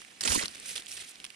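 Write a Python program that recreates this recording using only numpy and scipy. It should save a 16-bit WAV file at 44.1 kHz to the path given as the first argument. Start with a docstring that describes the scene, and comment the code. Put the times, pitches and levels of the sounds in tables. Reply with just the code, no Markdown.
"""A faint hiss of woods and a dry crackle of litter come first, as a hand pushes through undergrowth on a
forest floor. A stiff leaf then snaps and scrapes past the right side of a small camera, with low thuds and
short rough knocks giving it body; after it, dry litter rustles and cracks further off. Leaves are streams of
random clicks shaped by spectra and envelopes, snaps are decaying ringing noise, thuds are short sagging sines,
and the rumbles are lumpy low noise. Each layer reaches two microphone ports with its own likeness, side level
and phase."""
import sys
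import numpy as np
from scipy import signal
from scipy.fft import rfft, irfft, next_fast_len
from scipy.io import wavfile
from scipy.ndimage import uniform_filter1d, map_coordinates

SR = 44100
rng = np.random.default_rng(int(sys.argv[2]) if len(sys.argv) > 2 else 0)


def undo_db(level):
    """Turn decibels back into plain size, where 20 dB means ten times bigger."""
    steps = np.asarray(level, float) / 20
    return 10 ** steps


def store_wav(level_fs):
    """Save 16-bit WAV to argv[1]."""
    pcm = np.round(np.clip(np.atleast_2d(level_fs), -1, 1) * 32767)
    wavfile.write(sys.argv[1], SR, pcm.T.astype(np.int16))


N = 59535


def along(points, hz):
    """Logarithmic frequency scale: (frequency [Hz], value) points joined on a log axis."""
    f, v = np.transpose(points)
    return np.interp(np.log(hz + 1), np.log(f + 1), v)


def unit(x):
    """Normalisation: scales a signal to an rms of 1."""
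    return x / np.sqrt(np.mean(x ** 2) + 1e-20)


def level_curve(rows, outside_db=-120):
    """Amplitude envelope: gain per sample from (time [s], level [dB]) rows."""
    s, db = np.transpose(rows)
    return undo_db(np.interp(np.arange(N) / SR, s, db, left=outside_db, right=outside_db))


def wobble(rate):
    """Random modulation: a smooth curve through rate random knots a second, at most 2000."""
    knots = rng.standard_normal(3000)
    return map_coordinates(knots, [np.arange(N) * min(rate, 2000) / SR])


def filtered(x, response):
    """Linear filtering: the spectrum of x times a response of frequency."""
    m = next_fast_len(N + 8192)
    spectrum = rfft(x, m) * response(np.fft.rfftfreq(m, 1 / SR))
    return irfft(spectrum, m)[..., :N]


def coloured(x, colour):
    """Spectral shaping: x through a (frequency [Hz], level [dB]) spectrum, at an rms of 1."""
    return unit(filtered(x, lambda hz: undo_db(along(colour, hz))))


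def grains(spike_db, patchy_db):
    """Granular noise: two alike streams of tiny clicks, a few much bigger, in patches of random colour."""
    size = undo_db(spike_db * rng.exponential(1, N))
    z = signal.stft(size * rng.standard_normal((2, N)), nperseg=128)[2]
    field = uniform_filter1d(rng.standard_normal(z.shape[1:]), 4, 0)  # smoothed over frequency
    field = uniform_filter1d(field, 6, 1)  # and over time
    return signal.istft(z * undo_db(patchy_db * unit(field)), nperseg=128)[1][:, :N]


def ports(pair, alike, side, lead):
    """Partial coherence: two ports mix a shared and an unshared sound, with level and phase split evenly."""
    def response(hz):
        turn = np.arccos(np.clip(along(alike, hz), 0, 1)) / 2
        tilt = undo_db(along(side, hz) / 2) * np.exp(.5j * along(lead, hz))
        left = [np.cos(turn) * tilt, np.sin(turn) * tilt]
        right = [np.cos(turn) / tilt, -np.sin(turn) / tilt]
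        return np.array([left, right])
    return filtered(pair[None], response).sum(axis=1)


# spectrum of the low rumbles of ground and case: (frequency [Hz], level [dB])
RUMBLE_COLOUR = [(15, -44), (25, -10), (54, -5.5), (161, -4.5), (210, 1.5), (600, -12), (780, 0),
                 (1320, -120)]


def rumble(rows):
    """Amplitude-modulated noise: lumpy low noise on a level curve."""
    lumps = undo_db(2.5 * wobble(45))
    return level_curve(rows) * coloured(lumps * rng.standard_normal((2, N)), RUMBLE_COLOUR)


# spectrum of the hiss of the woods: (frequency [Hz], level [dB])
FOREST_COLOUR = [(30, -44), (210, -9), (1000, -13), (2400, -2.5), (4700, -10.5), (9500, -11), (12000, -26),
                 (14500, -33), (15700, -42)]
# low rumble of the soft ground: (time [s], level [dB])
GROUND_LEVEL = [(0, -67), (.19, -68.5), (.55, -66), (.7, -62.5), (.86, -67), (.95, -63), (1.1, -74),
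                (1.22, -63), (1.35, -75)]
# likeness of the two ports for far sounds: (frequency [Hz], coherence [0 to 1])
FAR_LIKENESS = [(80, 0.42), (300, 0.9), (900, 0.13), (3300, 0.38), (6000, 0.62), (10000, 0.059)]
# side balance of far sounds: (frequency [Hz], left minus right [dB])
FAR_BALANCE = [(200, 0), (900, -4.5), (4000, -2.5), (10000, -7)]
# phase of far sounds: (frequency [Hz], lead of the left port [rad])
FAR_PHASE = [(400, -0.56), (1000, -3), (2000, -6), (3300, -6), (10000, -8.5)]


def forest():
    """Stationary noise: a faint steady hiss of the woods, over the varying rumble of the ground."""
    hiss = undo_db(-55) * coloured(grains(0.21, 2.34), FOREST_COLOUR)
    return ports(hiss + rumble(GROUND_LEVEL), FAR_LIKENESS, FAR_BALANCE, FAR_PHASE)


def strokes(rows, colour, spike_db, patchy_db, flutter_db):
    """Friction noise: each stroke starts quickly, swells or fades, and stops short as the leaf slips free."""
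    rise_s, stop_s, tilt_hz = 0.0018, 0.0045, 4500  # tilt_hz: pivot of the brightness
    t, out = np.arange(N) / SR, np.zeros((2, N))
    fizz = undo_db(flutter_db * wobble(150)) * grains(spike_db, patchy_db)
    for start, end, first_db, last_db, tilt in rows:
        tilted = lambda hz: undo_db(along(colour, hz) + tilt * np.log2((hz + 200) / tilt_hz))
        edge = (1 + np.tanh((t - start) / rise_s)) * (1 + np.tanh((end - t) / stop_s)) / 4
        swell = undo_db(np.interp(t, [start, end], [first_db, last_db]))
        out += edge * swell * unit(filtered(fizz, tilted))
    return out


# dry litter settling under hand and feet: (time [s], level [dB])
LITTER_LEVEL = [(0, -55.5), (.19, -64.5), (.5, -49), (.75, -48.5), (.85, -55), (1.15, -63), (1.26, -56.5),
                (1.35, -79)]
# spectrum of litter and brushed leaves: (frequency [Hz], level [dB])
LEAF_COLOUR = [(250, -11), (500, -7.5), (950, -16.5), (1500, -7), (2600, -2), (3500, -3), (7300, -9.5),
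               (9400, -4.5), (11800, -22), (14500, -28), (15700, -50)]
# swishes of leaves brushed by the hand:
# (start [s], end [s], first level [dB], last level [dB], brightness [dB per octave])
SWISHES = [(.62, .655, -53, -49.5, 1), (.655, .73, -44, -37.5, 3.5), (.73, .755, -47.5, -45, 1.5),
           (.755, .776, -32.5, -39.5, 1), (.776, .808, -47.5, -39, 1), (.88, .946, -45.5, -41, 4.5),
           (.946, .969, -48, -46, 2.5), (.969, 1.002, -38.5, -46, 0.5), (1.002, 1.029, -40, -46.5, 1),
           (1.031, 1.05, -46.5, -41.5, 1), (1.06, 1.12, -50.5, -47.5, 4)]


def litter():
    """Superposed impacts and friction: brushed leaves swish over a bed of dry crackle."""
    clumps = undo_db(2 * wobble(40) + 2 * wobble(200))
    bed = level_curve(LITTER_LEVEL) * coloured(clumps * grains(2.85, 1.02), LEAF_COLOUR)
    swishes = strokes(SWISHES, LEAF_COLOUR, spike_db=2.2, patchy_db=2.5, flutter_db=1.6)
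    return ports(bed + swishes, FAR_LIKENESS, FAR_BALANCE, FAR_PHASE)


# snaps of dry leaves and twigs, levels before a 1 dB cut and the mix at the ports:
# (time [s], peak level [dB], ring pitch [Hz], left minus right [dB])
LEAF_SNAPS = [(0.0176, -33, 1450, -10.5), (0.0489, -44, 2240, -25), (0.2086, -14.5, 5050, 0),
              (0.2368, -18.5, 4160, -2), (0.2754, -11, 2720, -9.5), (0.4354, -21, 2000, 3),
              (0.457, -19, 3600, 6), (0.481, -23, 4360, -2), (0.5486, -30.5, 5400, -7.5),
              (0.5991, -28.5, 8100, -2), (0.761, -25.5, 3000, -2), (0.7788, -21, 3200, -2),
              (0.8219, -31, 3270, -1), (0.861, -33.5, 7900, -11), (0.8667, -30.5, 3330, -5.5),
              (0.917, -28, 5370, -9), (1.1561, -37, 3700, -7), (1.2009, -31, 3070, 0),
              (1.2427, -24, 3000, -4.5), (1.25, -24, 3300, -3), (1.2648, -34.5, 2640, -7),
              (1.303, -36.5, 2750, -13.5)]
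# spectrum of the crack: (frequency [Hz], level [dB])
CRACK_COLOUR = [(600, -31.5), (1500, -6), (2800, -8.5), (5500, -4.5), (7300, -14), (9800, -3.5),
                (12000, -29), (15600, -31)]


def snaps():
    """Damped resonance: a short crack of noise, with a broad ring at the leaf's own pitch."""
    ring_db, ring_width = 5, .3  # level on the crack spectrum's scale; width over pitch
    t60_s, attack_s = .011, 0.00012
    out, t = np.zeros((2, 2, N + 2048)), np.arange(2048) / SR  # port, stream, sample
    f = np.fft.rfftfreq(2048, 1 / SR)
    envelope = undo_db(-60 * t / t60_s) * (1 - np.exp(-t / attack_s))
    for s, db, hz, pan in LEAF_SNAPS:
        w = ring_width * hz
        ring = abs(f * w / (hz * hz - f * f + 1j * f * w)) ** 2
        body = undo_db(along(CRACK_COLOUR, f)) + undo_db(ring_db) * ring
        hit = unit(irfft(rfft(rng.standard_normal((2, 2048))) * body)) * envelope
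        hit = hit / np.abs(hit).max(axis=1, keepdims=True)
        gain = undo_db(db - 1 + np.array([pan, -pan]) / 2)
        out[:, :, round(s * SR):][..., :2048] += gain[:, None, None] * hit
    # each port keeps its own side of the mix; the balance is already in the gains
    return np.array([ports(out[k, :, :N], FAR_LIKENESS, [(1000, 0)], FAR_PHASE)[k] for k in range(2)])


# strokes of the stiff leaf past the camera:
# (start [s], end [s], first level [dB], last level [dB], brightness [dB per octave])
BLADE_STROKES = [(.211, .226, -29, -42, 0.5), (.226, .237, -42, -31.5, -1), (.237, .247, -33.5, -36.5, 0),
                 (.25, .273, -29, -31.5, -1), (.278, .289, -27, -25.5, 1.5), (.291, .317, -30, -28, 1.5),
                 (.319, .365, -27.5, -26.5, 1.14), (.366, .404, -35, -30.5, 1.5),
                 (.404, .438, -37, -32.5, -2.5), (.443, .464, -42.5, -33.5, -1)]
# spectrum of the scraping blade: (frequency [Hz], level [dB])
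BLADE_COLOUR = [(180, -48), (300, -7), (517, -4), (864, -6.5), (1280, -4), (1850, -3.5), (9630, -3.5),
                (11900, -23), (14600, -27.5), (15600, -55)]
# the leaf rib rubs with a narrow tone as it slips off:
# (start [s], end [s], first level [dB], last level [dB], brightness [dB per octave])
RIB_RUBS = [(.38, .404, -37.5, -35.5, 0)]
# spectrum of the rib: (frequency [Hz], level [dB])
RIB_COLOUR = [(1100, -24), (2000, 4), (2900, -31)]
# likeness of the two ports for near sounds: (frequency [Hz], coherence [0 to 1])
NEAR_LIKENESS = [(600, 0.6), (1500, 0.78), (4000, 0.58), (9000, 0.41)]
# side balance of near sounds: (frequency [Hz], left minus right [dB])
NEAR_BALANCE = [(600, -2.5), (1600, -1), (5000, -8.5), (12000, -11)]
# phase of near sounds and of the case: (frequency [Hz], lead of the left port [rad])
NEAR_PHASE = [(100, -.2), (200, -1.1), (350, -2.2), (650, -3.2), (2000, -4.7), (3300, -6.2), (6000, -8),
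              (12000, -11)]


def scrape():
    """Sliding friction: the stiff leaf drags past the right port, its blade broad and its rib narrow in band."""
    blade = strokes(BLADE_STROKES, BLADE_COLOUR, spike_db=1.8, patchy_db=3.5, flutter_db=1.5)
    rib = strokes(RIB_RUBS, RIB_COLOUR, spike_db=1, patchy_db=4, flutter_db=2.5)
    return ports(blade + rib, NEAR_LIKENESS, NEAR_BALANCE, NEAR_PHASE)


# low rumble of stems pressing on the case: (time [s], level [dB])
STEM_PRESS = [(.21, -58.5), (.3, -41.5), (.38, -43), (.45, -63), (.5, -58)]
# low thuds and short rough knocks, before rattle and ports; the envelope peaks at a quarter of the length: #
# (time [s], envelope peak [dB], starting pitch [Hz], length [s])
KNOCKS = [(0.251, -31.5, 518, 0.025), (0.276, -31.5, 1040, 0.013), (0.292, -37, 86.3, 0.04),
          (0.322, -22, 757, 0.0054), (0.351, -23.5, 1100, 0.0157), (0.359, -23, 325.5, 0.014),
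          (0.36, -34, 114, 0.015), (0.376, -26.5, 305, 0.0069), (0.438, -36, 241, 0.011)]
# likeness of the two ports for the case: (frequency [Hz], coherence [0 to 1])
CASE_LIKENESS = [(60, .85), (170, .3), (350, .5), (700, .9)]
# side balance of the case: (frequency [Hz], left minus right [dB])
CASE_BALANCE = [(60, -10), (160, -9), (350, -5), (700, -1)]


def case():
    """Structure-borne sound: soft thuds of sagging pitch, and a lumpy rumble of stems pressing through the
    camera case."""
    rattle = .8  # share of random modulation on a thud
    out, t = np.zeros(N + 4096), np.arange(4096) / SR
    for s, db, hz, length in KNOCKS:
        u = t / length
        envelope = 4 * np.e * u * np.exp(-4 * u)
        tone = np.sin(2 * np.pi * hz * t * (1 - .12 * u))  # the pitch sags
        out[round(s * SR):][:4096] += undo_db(db) * envelope * tone
    press = rumble(STEM_PRESS)
    thuds = out[:N] * [1 + rattle * wobble(500), rattle * wobble(300)]  # shared, unshared
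    return ports(press + thuds, CASE_LIKENESS, CASE_BALANCE, NEAR_PHASE)


def scene():
    """Superposition: the pressures of all layers add."""
    return scrape() + litter() + snaps() + case() + forest()


def band_limit(x):
    """A steep low-pass at the top of the band."""
    return signal.sosfilt(signal.butter(12, 15700, fs=SR, output="sos"), x)


def record(dry):
    """Band limitation: the camera passes only what lies below 15750 Hz."""
    mix = filtered(dry, lambda hz: hz < 15750)
    return band_limit(mix)


dry = scene()
out = record(dry)
store_wav(out)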